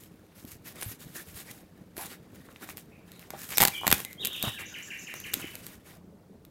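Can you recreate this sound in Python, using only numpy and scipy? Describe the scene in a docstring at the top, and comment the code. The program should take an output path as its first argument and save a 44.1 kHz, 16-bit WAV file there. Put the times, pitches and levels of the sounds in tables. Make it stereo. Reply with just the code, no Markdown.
"""Over the low rumble and hum of a room, fingers slide on a printed foam puzzle board near the microphone.
Friction hisses and rasps, and the bent foam ticks and creaks. From about 3 s a distant songbird sings
one phrase, smeared by echoes from walls. Near 3.6 s and 3.9 s the tabs of a die-cut piece tear in two
bursts of snaps. The freed piece creaks, scrapes and knocks against the frame while the bird ends on
a trill; at about 6 s the hands come to rest."""
import sys
import numpy as np
from scipy import signal
from scipy.fft import rfft, irfft
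from scipy.io import wavfile
from scipy.ndimage import uniform_filter1d

SR = 44100
rng = np.random.default_rng(int(sys.argv[2]) if len(sys.argv) > 2 else 0)


def to_wav(s):
    """Save 16-bit WAV."""
    ch = np.atleast_2d(s).T  # columns
    pcm = np.round(np.clip(ch, -1, 1) * 32767)  # PCM
    wavfile.write(sys.argv[1], SR, pcm.astype(np.int16))


N = 286650
TIME = np.arange(N) / SR


def gain_of(db):
    """Amplitude ratio of a level: a factor of ten for every 20 dB."""
    return 10 ** (np.asarray(db) / 20)


def unit_rms(x):
    """Normalisation to an rms amplitude of 1."""
    return x / np.sqrt(np.mean(x ** 2) + 1e-20)


def at_frequency(points, hz):
    """Interpolation of (f/Hz, value) rows on a logarithmic frequency axis."""
    f, value = np.transpose(points)
    return np.interp(np.log(hz + 1), np.log(f + 1), value)


def add(mix, start_s, sound):
    """Superposition: a sound adds to the mix from its onset on."""
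    part = mix[max(round(start_s * SR), 0):][:len(sound)]
    part += sound[:len(part)]


def colour(x, spectrum):
    """Minimum-phase filtering: the spectrum is shaped causally, so attacks stay sharp."""
    hz = abs(np.fft.fftfreq(4096, 1 / SR))
    log_gain = np.log(gain_of(at_frequency(spectrum, hz)))
    taps = np.fft.ifft(np.exp(np.conj(signal.hilbert(log_gain)))).real
    return signal.oaconvolve(x, taps[:len(taps) // 2])[:N]


def drift(cutoff_hz):
    """Low-pass noise: a slow random fluctuation of rms 1."""
    hz = np.fft.rfftfreq(N, 1 / SR)
    return unit_rms(irfft(rfft(rng.standard_normal(N)) / (1 + (hz / cutoff_hz) ** 4), N))


def patchy(x, depth_db, bins):
    """Random amplitude modulation: patches of time and frequency swell and fade; rms 1."""
    spectra = signal.stft(x, nperseg=512, noverlap=384)[2]
    field = uniform_filter1d(rng.standard_normal(spectra.shape), bins, axis=0)
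    field = uniform_filter1d(field, bins // 2, axis=1)
    spectra = spectra * gain_of(depth_db * unit_rms(field))
    return unit_rms(signal.istft(spectra, nperseg=512, noverlap=384)[1][:N])


def reverb(x, decays, build_s):
    """Diffuse reverberation: a noise tail of unit energy decays exponentially in each band."""
    hz, t, spectra = signal.stft(rng.standard_normal(SR), SR, nperseg=256)
    fade = gain_of(-60 * t / at_frequency(decays, hz)[:, None])
    build_up = 1 - np.exp(-t / build_s)
    tail = signal.istft(spectra * fade * build_up, SR, nperseg=256)[1]
    return signal.oaconvolve(x, tail / np.linalg.norm(tail))[:N]


def rumble():
    """Ambient noise: the room's background is mostly low in frequency and slightly restless in level."""
    # spectrum of the background: f/Hz, level/dB
    spectrum = [(20, -21.5), (50, -5.5), (90, -0.5), (135, -0.5), (180, 2.5), (240, -2), (320, -6.5),
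                (450, -6.5), (700, -14), (1100, -20.5), (2400, -31), (5000, -35.5), (12500, -47.5),
                (16000, -42.5)]
    air = colour(patchy(rng.standard_normal(N), depth_db=2.5, bins=8), spectrum)
    return unit_rms(air) * gain_of(-55 + 1.2 * drift(cutoff_hz=6.3))


def hum():
    """Frequency and amplitude modulation: faint low tones in the room waver at random."""
    # tones of the hum: f/Hz, rms level/dB
    tones = [(88, -70), (175, -66), (258, -74), (312, -67.5)]
    out = np.zeros(N)
    for hz, db in tones:
        cycles = np.cumsum(hz + 2.5 * drift(cutoff_hz=8)) / SR
        amplitude = np.sqrt(2) * gain_of(db + 2 * drift(cutoff_hz=1.9))
        out += amplitude * np.sin(2 * np.pi * cycles)
    return out


def syllables(contour, notes, roughness):
    """Frequency modulation: each note glides along a contour, with random tremble scaled by roughness."""
    times, hz, db = np.transpose(contour)
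    t, out = np.arange(0, times[-1], 1 / SR), np.zeros(N)
    swell = gain_of(np.interp(t, times, db)) * signal.windows.tukey(len(t), 0.15)
    for start_s, level_db, ratio in notes:
        unsteady = roughness * gain_of(-(level_db + 40) / 2)  # soft notes are less steady
        tremble = unsteady * unit_rms(uniform_filter1d(rng.standard_normal(len(t)), size=60))
        phase = 2 * np.pi * np.cumsum(ratio * np.interp(t, times, hz) * (1 + tremble)) / SR
        tone = np.sin(phase) + gain_of(-26) * np.sin(2 * phase)
        add(out, start_s, gain_of(level_db) * swell * tone)
    return out


def bird():
    """Multipath propagation: whistles, slurs, arches and a trill arrive mostly by reflection from walls."""
    # syllable contours: t/s from the onset, f/Hz, level/dB
    whistle = [(0, 2246, -10.5), (.012, 2321, 6), (.05, 2420, -3.5), (.07, 2430, -20)]
    slur = [(0, 3700, -18.5), (.02, 3300, -1.5), (.04, 2970, -4), (.06, 2980, -18.5), (.075, 3150, -11)]
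    arch = [(0, 3240, -19), (.017, 3350, -4), (.03, 3860, -1.5), (.038, 3972, 2.5), (.048, 3584, 0),
            (.057, 2975, 3.5), (.068, 2480, -9)]
    chip = [(0, 3130, 10), (.005, 2963, 2), (.012, 2500, 2.5), (.02, 1950, -0.5), (.03, 1542, -17)]
    squeak = [(0, 6600, -24), (.012, 6640, 2.5), (.024, 7700, 12.5), (.034, 6700, -12), (.046, 5600, 1),
              (.054, 5200, -11)]
    # notes sung on those contours: t/s, level/dB, frequency ratio
    whistles = [(2.909, -61.5, 1.02), (3.371, -57.5, 0.75), (3.712, -42.5, 1.0), (4.04, -51.5, .89)]
    slurs = [(3.105, -58, 1.26), (3.728, -32.5, 0.98), (4.516, -45.5, 0.53), (4.688, -49, 0.48),
             (4.861, -45.5, 0.52)]
    arches = [(4.175, -35.5, 0.98), (4.293, -35, 0.93), (4.394, -34, 0.97)]
    trill = [(4.575, -39, 0.93), (4.741, -38.5, .97), (4.904, -37, 0.95), (5.07, -39, 0.93),
             (5.239, -39, .94), (5.418, -40, 0.99)]
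    # wall reflections: delay t/s, level/dB
    walls = [(.056, -11.5), (.083, -13.5)]
    # reverberation time outdoors: f/Hz, T60/s
    yard = [(1500, 0.67), (3500, 0.8), (7000, 0.76)]
    # a softer squeak follows every chip of the trill but the last
    squeaks = [(start_s + 0.069, db - 13.5, ratio * 0.94) for start_s, db, ratio in trill[:-1]]
    song = syllables(whistle, whistles, roughness=0.025)
    song += syllables(slur, slurs, roughness=0.012)
    song += syllables(arch, arches, roughness=0.008)
    song += syllables(chip, trill, roughness=0.028)
    song += syllables(squeak, squeaks, roughness=0.022)
    heard = gain_of(-3.5) * song  # direct path
    for delay_s, db in walls:
        add(heard, delay_s, gain_of(db) * song)
    early_echoes = rng.standard_normal(2500) * signal.windows.tukey(2500, 0.2)
    heard += gain_of(-0.5) * signal.oaconvolve(song, early_echoes / np.linalg.norm(early_echoes))[:N]
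    return heard + gain_of(-2) * reverb(song, yard, build_s=0.01)


def board(force):
    """Modal response: the sheet follows a force at once, then rings briefly in its damped modes."""
    # modes of the board: f/Hz, level/dB, T60/s
    modes = [(380, -35.5, 0.025), (690, -33.5, 0.029), (797, -22, 0.031), (986, -34, 0.041),
             (1092, -30.5, 0.031), (2105, -29.5, 0.01), (3720, -13.5, 0.0099)]
    t = TIME[:SR // 8]
    ring = sum(gain_of(db - 60 * t / t60) * np.cos(2 * np.pi * hz * t) for hz, db, t60 in modes)
    return force + gain_of(-16.5) * signal.oaconvolve(force, ring)[:N]


def swing(hz, decay_cycles=1.1):
    """Damped oscillation: the sheet swings a few times while the hands absorb its energy."""
    t = TIME[:SR // 8]
    return np.exp(-t * hz / decay_cycles) * np.sin(2 * np.pi * hz * t)


def tear(decay_s, attack_s=0.00019):
    """Fracture noise: breaking foam cells give a short burst with the energy of 5 ms at rms 1."""
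    t = TIME[:512]
    envelope = (1 - np.exp(-t / attack_s)) ** 2 * np.exp(-t / decay_s)
    spectrum = rfft(rng.standard_normal(len(t)) * envelope)
    flattened = spectrum / np.sqrt(abs(spectrum) + 1e-9)  # each burst keeps some colour of its own
    burst = irfft(flattened) * np.sqrt(envelope)
    return burst / np.linalg.norm(burst) * np.sqrt(0.005 * SR)


def stroke(t, length_s, attack_s=0.0076, release_s=0.015):
    """Envelope of sliding: a finger eases up to speed near t = 0, slides on and comes to rest."""
    t = t - attack_s
    rise = np.tanh(t / (2 * attack_s))
    fall = np.tanh((t - length_s) / (2 * release_s))
    return (1 + rise) / 2 * (1 - fall) / 2


def contact():
    """Incoherent sources add in power: strokes and a fluttering grip set the gains of hiss and rasp."""
    # strokes of skin or a cut edge over the board: t/s, duration/s, hiss level/dB, rasp level/dB
    strokes = [(0, 0.051, -52, -64), (0.354, 0.084, -53.5, -64), (0.462, 0.071, -48, -61),
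               (0.652, 0.044, -42.5, -46.5), (0.742, .06, -51.5, -48.5), (0.8, 0.054, -43.5, -50),
               (0.881, 0.042, -40.5, -48), (0.994, 0.046, -47, -50), (1.06, 0.1, -56, -64),
               (1.142, 0.069, -42, -47.5), (1.248, 0.1, -51, -58), (1.347, 0.072, -43, -51),
               (1.453, 0.071, -51, -51.5), (1.535, .055, -52.5, -58.5), (1.968, .1, -44.5, -47),
               (2.087, .04, -44, -42), (2.32, 0.41, -64, -61), (2.607, 0.042, -46.5, -44),
               (2.68, 0.021, -41.5, -45), (2.766, 0.025, -46, -68), (3.057, 0.28, -64.5, -59),
               (3.191, 0.054, -57.5, -56), (3.315, 0.066, -56, -48.5), (3.368, 0.092, -44, -56),
               (3.478, 0.26, -41.5, -51), (3.704, 0.13, -48.5, -55), (3.851, 0.17, -40.5, -46),
               (4.03, 0.14, -59, -62), (4.2, 0.14, -52, -52), (4.323, 0.21, -47.5, -51.5),
               (4.422, 0.058, -38, -36.5), (4.502, 0.057, -48.5, -72), (4.588, 0.018, -38, -39),
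               (4.66, 0.52, -57.5, -57), (5.13, 0.21, -53, -51.5), (5.335, 0.13, -48, -46),
               (5.466, 0.28, -51.5, -54), (5.845, 0.1, -56, -54)]
    holding_hand = (0, 5.98, -73, -67)  # one long, faint stroke
    t = TIME[::32]
    powers = sum(np.outer(gain_of([hiss_db, rasp_db]), stroke(t - start_s, length_s)) ** 2
                 for start_s, length_s, hiss_db, rasp_db in [holding_hand, *strokes])
    flutter = gain_of(1.8 * drift(cutoff_hz=32.5))
    return [np.interp(TIME, t, np.sqrt(power)) * flutter for power in powers]


def friction(catches_per_s, spread_db, smooth):
    """Shot noise: many tiny catches of uneven size lie over the white noise of a smooth slide."""
    sizes = gain_of(spread_db * np.minimum(rng.exponential(1, N), 2.5))
    catches = sizes * rng.choice([-1, 1], N) * (rng.random(N) < catches_per_s / SR)
    return unit_rms(unit_rms(catches) + smooth * rng.standard_normal(N))


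def rubbing(ticks_per_s=27, tick_db=-1.5):
    """Sliding friction: the contact hisses, drives the board to rasp and ticks over cut lines."""
    # spectra of the contact hiss and of the rasping force: f/Hz, level/dB
    hiss_spectrum = [(200, -42), (1000, -3.5), (2200, 0), (3500, -1), (5500, -1.5), (8000, 0), (10000, 0.5),
                     (12000, 3), (14000, 1), (16000, -4)]
    rasp_spectrum = [(40, -7.5), (150, 12.5), (350, 10.5), (550, 6), (850, -2.5), (1250, 4.5), (1800, 6.5),
                     (2800, -1), (5000, -6.5), (12000, -20.5)]
    hiss_gain, rasp_gain = contact()
    hiss = patchy(friction(catches_per_s=5700, spread_db=3.5, smooth=0.25), depth_db=2, bins=10)
    rasp = patchy(friction(catches_per_s=900, spread_db=2, smooth=0.93), depth_db=3.5, bins=6)
    catches = rng.uniform(0.33, 2.4, N) * (rng.random(N) < ticks_per_s / SR)
    ticks = signal.oaconvolve(gain_of(tick_db) * hiss_gain * catches, tear(decay_s=0.003))[:N]
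    surface = colour(hiss * hiss_gain + ticks, hiss_spectrum)
    return surface + board(colour(rasp * rasp_gain, rasp_spectrum))


def skids():
    """Nearly periodic stick-slip: skin or a cut edge gives a gliding whistle of narrow-band noise."""
    # skids: t/s, duration/s, level/dB, first f/Hz, last f/Hz
    glides = [(0.804, 0.047, -43.5, 9500, 9900), (.84, 0.1, -47, 11600, 12700),
              (1.146, .07, -49, 1800, 1767), (1.479, 0.028, -51.5, 1895, 2160),
              (1.956, .10, -45.5, 10900, 11400), (1.975, .075, -50.5, 880, 964),
              (3.545, 0.041, -41.5, 5560, 5330), (4.434, 0.058, -44.5, 655, 740),
              (4.436, 0.052, -42.5, 1093, 1220)]
    out = np.zeros(N)
    for start_s, length_s, db, first_hz, last_hz in glides:
        n = round(length_s * SR)
        hz = np.linspace(first_hz, last_hz, n)
        width_hz = 150 + 0.14 * first_hz
        pole = np.exp(-np.pi * width_hz / SR)
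        noise = rng.standard_normal(n) + 1j * rng.standard_normal(n)
        jitter = signal.lfilter([1], [1, -2 * pole, pole * pole], noise)
        whistle = (jitter * np.exp(2j * np.pi * np.cumsum(hz) / SR)).real
        add(out, start_s, gain_of(db) * unit_rms(whistle) * signal.windows.tukey(n, 0.5))
    return out


def creaks(slips_per_s=160, unevenness=0.4, spread_db=1):
    """Irregular stick-slip: bent foam creaks in runs of small slips, as rows of t/s, level/dB, f/Hz."""
    # runs of slips: t/s, duration/s, level/dB, f/Hz
    runs = [(1.981, .06, -38.5, 800), (2.488, .006, -40, 1400), (2.561, .006, -32, 2300),
            (2.625, .025, -37.5, 1900), (2.69, .022, -30.5, 2300), (3.228, .005, -34.5, 2200),
            (3.335, .016, -36.5, 850), (3.521, .02, -25, 2400), (4.2, .09, -42.5, 430),
            (4.611, .015, -36, 1300)]
    slips = []
    for start_s, length_s, db, hz in runs:
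        gap, size, pitch = rng.standard_normal((3, 40))
        after_s = np.cumsum([0, *np.exp(unevenness * gap[1:])]) / slips_per_s
        run = np.transpose([start_s + after_s, db + spread_db * size, hz * np.exp(0.12 * pitch)])
        slips += list(run[after_s < length_s])
    return slips


def knocks():
    """Impulsive excitation: bumps and creaking slips swing the sheet and set its modes ringing."""
    # dull slips and bumps of the board: t/s, level/dB, f/Hz
    bumps = [(0.4467, -32.5, 245), (0.862, -28.5, 99), (0.881, -36, 102), (1.35, -37, 90),
             (1.979, -30, 356), (3.3375, -29, 620), (3.6139, -26, 230), (3.6275, -14, 830),
             (3.63, -12, 1120), (3.636, -12.5, 980), (3.815, -34.5, 950), (3.8345, -22.5, 1020),
             (3.845, -22, 980), (3.8505, -24.5, 1010), (3.881, -25.5, 332), (3.898, -27.5, 85),
             (3.93, -28.5, 85), (4.438, -26.5, 192), (4.439, -24, 610), (4.473, -23, 118),
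             (4.481, -23.5, 1110), (5.35, -41, 280), (5.3702, -32, 272), (5.443, -27.5, 313)]
    swings = np.zeros(N)
    for start_s, db, hz in bumps + creaks():
        add(swings, start_s, gain_of(db) * swing(hz))
    bass_cut = signal.butter(1, 60, "high", fs=SR, output="sos")  # a small sheet radiates little bass
    return board(signal.sosfilt(bass_cut, swings))


def snaps(even_decay_s=0.0018, db_per_doubling=37.5):
    """Release of elastic energy: each tab cracks and kicks the board, which flexes and swings."""
    # tabs tearing and cut edges snapping past each other: t/s, crack level/dB, flex level/dB
    breaks = [(0.036, -47.5, -68), (0.4508, -47, -59), (.8128, -36, -42), (0.8242, -52, -32.5),
              (0.83, -32.5, -43), (1.967, -41, -41.5), (1.9789, -38, -50), (2.6892, -62, -42.5),
              (2.771, -37.5, -52), (2.7793, -43, -46), (3.118, -45, -72), (3.194, -47, -55),
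              (3.3044, -35.5, -38.5), (3.4903, -40, -45), (3.5234, -38, -36.5), (3.5725, -20, -32),
              (3.5816, -12, -23), (3.6029, -23.5, -19), (3.6061, -18, -22), (3.612, -18.5, -18.5),
              (3.6193, -12.5, -20), (3.6266, -19.5, -19.5), (3.6296, -19, -23.5), (3.6358, -15.5, -21.5),
              (3.6513, -13, -17.5), (3.6744, -20, -32.5), (3.6816, -20.5, -25.5), (3.8677, -21, -20),
              (3.8779, -17.5, -19.5), (3.903, -25, -33), (3.914, -17, -19.5), (3.926, -11, -15.5),
              (3.94, -28, -37), (4.002, -35, -36.5), (4.049, -29.5, -41.5), (4.1296, -41, -61.5),
              (4.249, -22.5, -40.5), (4.255, -22.5, -61), (4.2712, -24.5, -45), (4.4264, -22.5, -43),
              (5.1395, -40, -37.5), (5.2012, -37.5, -55), (5.3358, -26.5, -34.5), (5.3398, -20, -43),
              (5.5537, -34, -50), (5.666, -36, -54), (6.4505, -49.5, -64.5)]
    # spectra of the bright crack and of the duller flex: f/Hz, level/dB
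    crack_spectrum = [(200, -19), (1200, -17), (2500, -2.5), (3700, -0.5), (5800, -7.5), (7700, -1),
                      (10500, -4), (12700, 4.5), (14000, 2.5), (15500, -11), (16500, -19.5)]
    flex_spectrum = [(40, -22.5), (150, 3.5), (480, 4), (850, 2), (1400, 5), (2100, 5.5), (3200, -3.5),
                     (8000, -7)]
    crack, flex, sway = np.zeros((3, N))
    for start_s, crack_db, flex_db in breaks:
        # a snap that bends the board more lasts longer
        decay_s = even_decay_s * 2 ** ((flex_db - crack_db) / db_per_doubling)
        add(crack, start_s, gain_of(crack_db) * tear(decay_s))
        add(flex, start_s, gain_of(flex_db) * tear(1.6 * decay_s))
        add(sway, start_s, gain_of(flex_db - 8) * swing(hz=192))
    return colour(crack, crack_spectrum) + board(colour(flex, flex_spectrum)) + sway


def scene():
    """Superposition of the close board, its weak reverberation, bird and background; channels alike."""
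    # reverberation time of the room: f/Hz, T60/s
    room = [(100, 0.2), (800, 0.22), (3000, 0.21), (12000, 0.12), (16000, 0.19)]
    near = snaps() + knocks() + rubbing() + skids()
    room_tail = gain_of(-12) * reverb(near, room, build_s=0.001)
    mono = near + room_tail + bird() + rumble() + hum()
    return np.array([mono, mono])


def record(dry, hiss_db=-73.5, cutoff_hz=15900):
    """Self-noise, clipping and band limit: the microphone adds hiss and cuts peaks beyond full scale."""
    heard = dry + gain_of(hiss_db) * rng.standard_normal(N)
    low_pass = signal.firwin(255, cutoff_hz, window=("kaiser", 8), fs=SR)
    return signal.oaconvolve(np.clip(heard, -1, 1), low_pass[None], "same")


dry = scene()
out = record(dry)
to_wav(out)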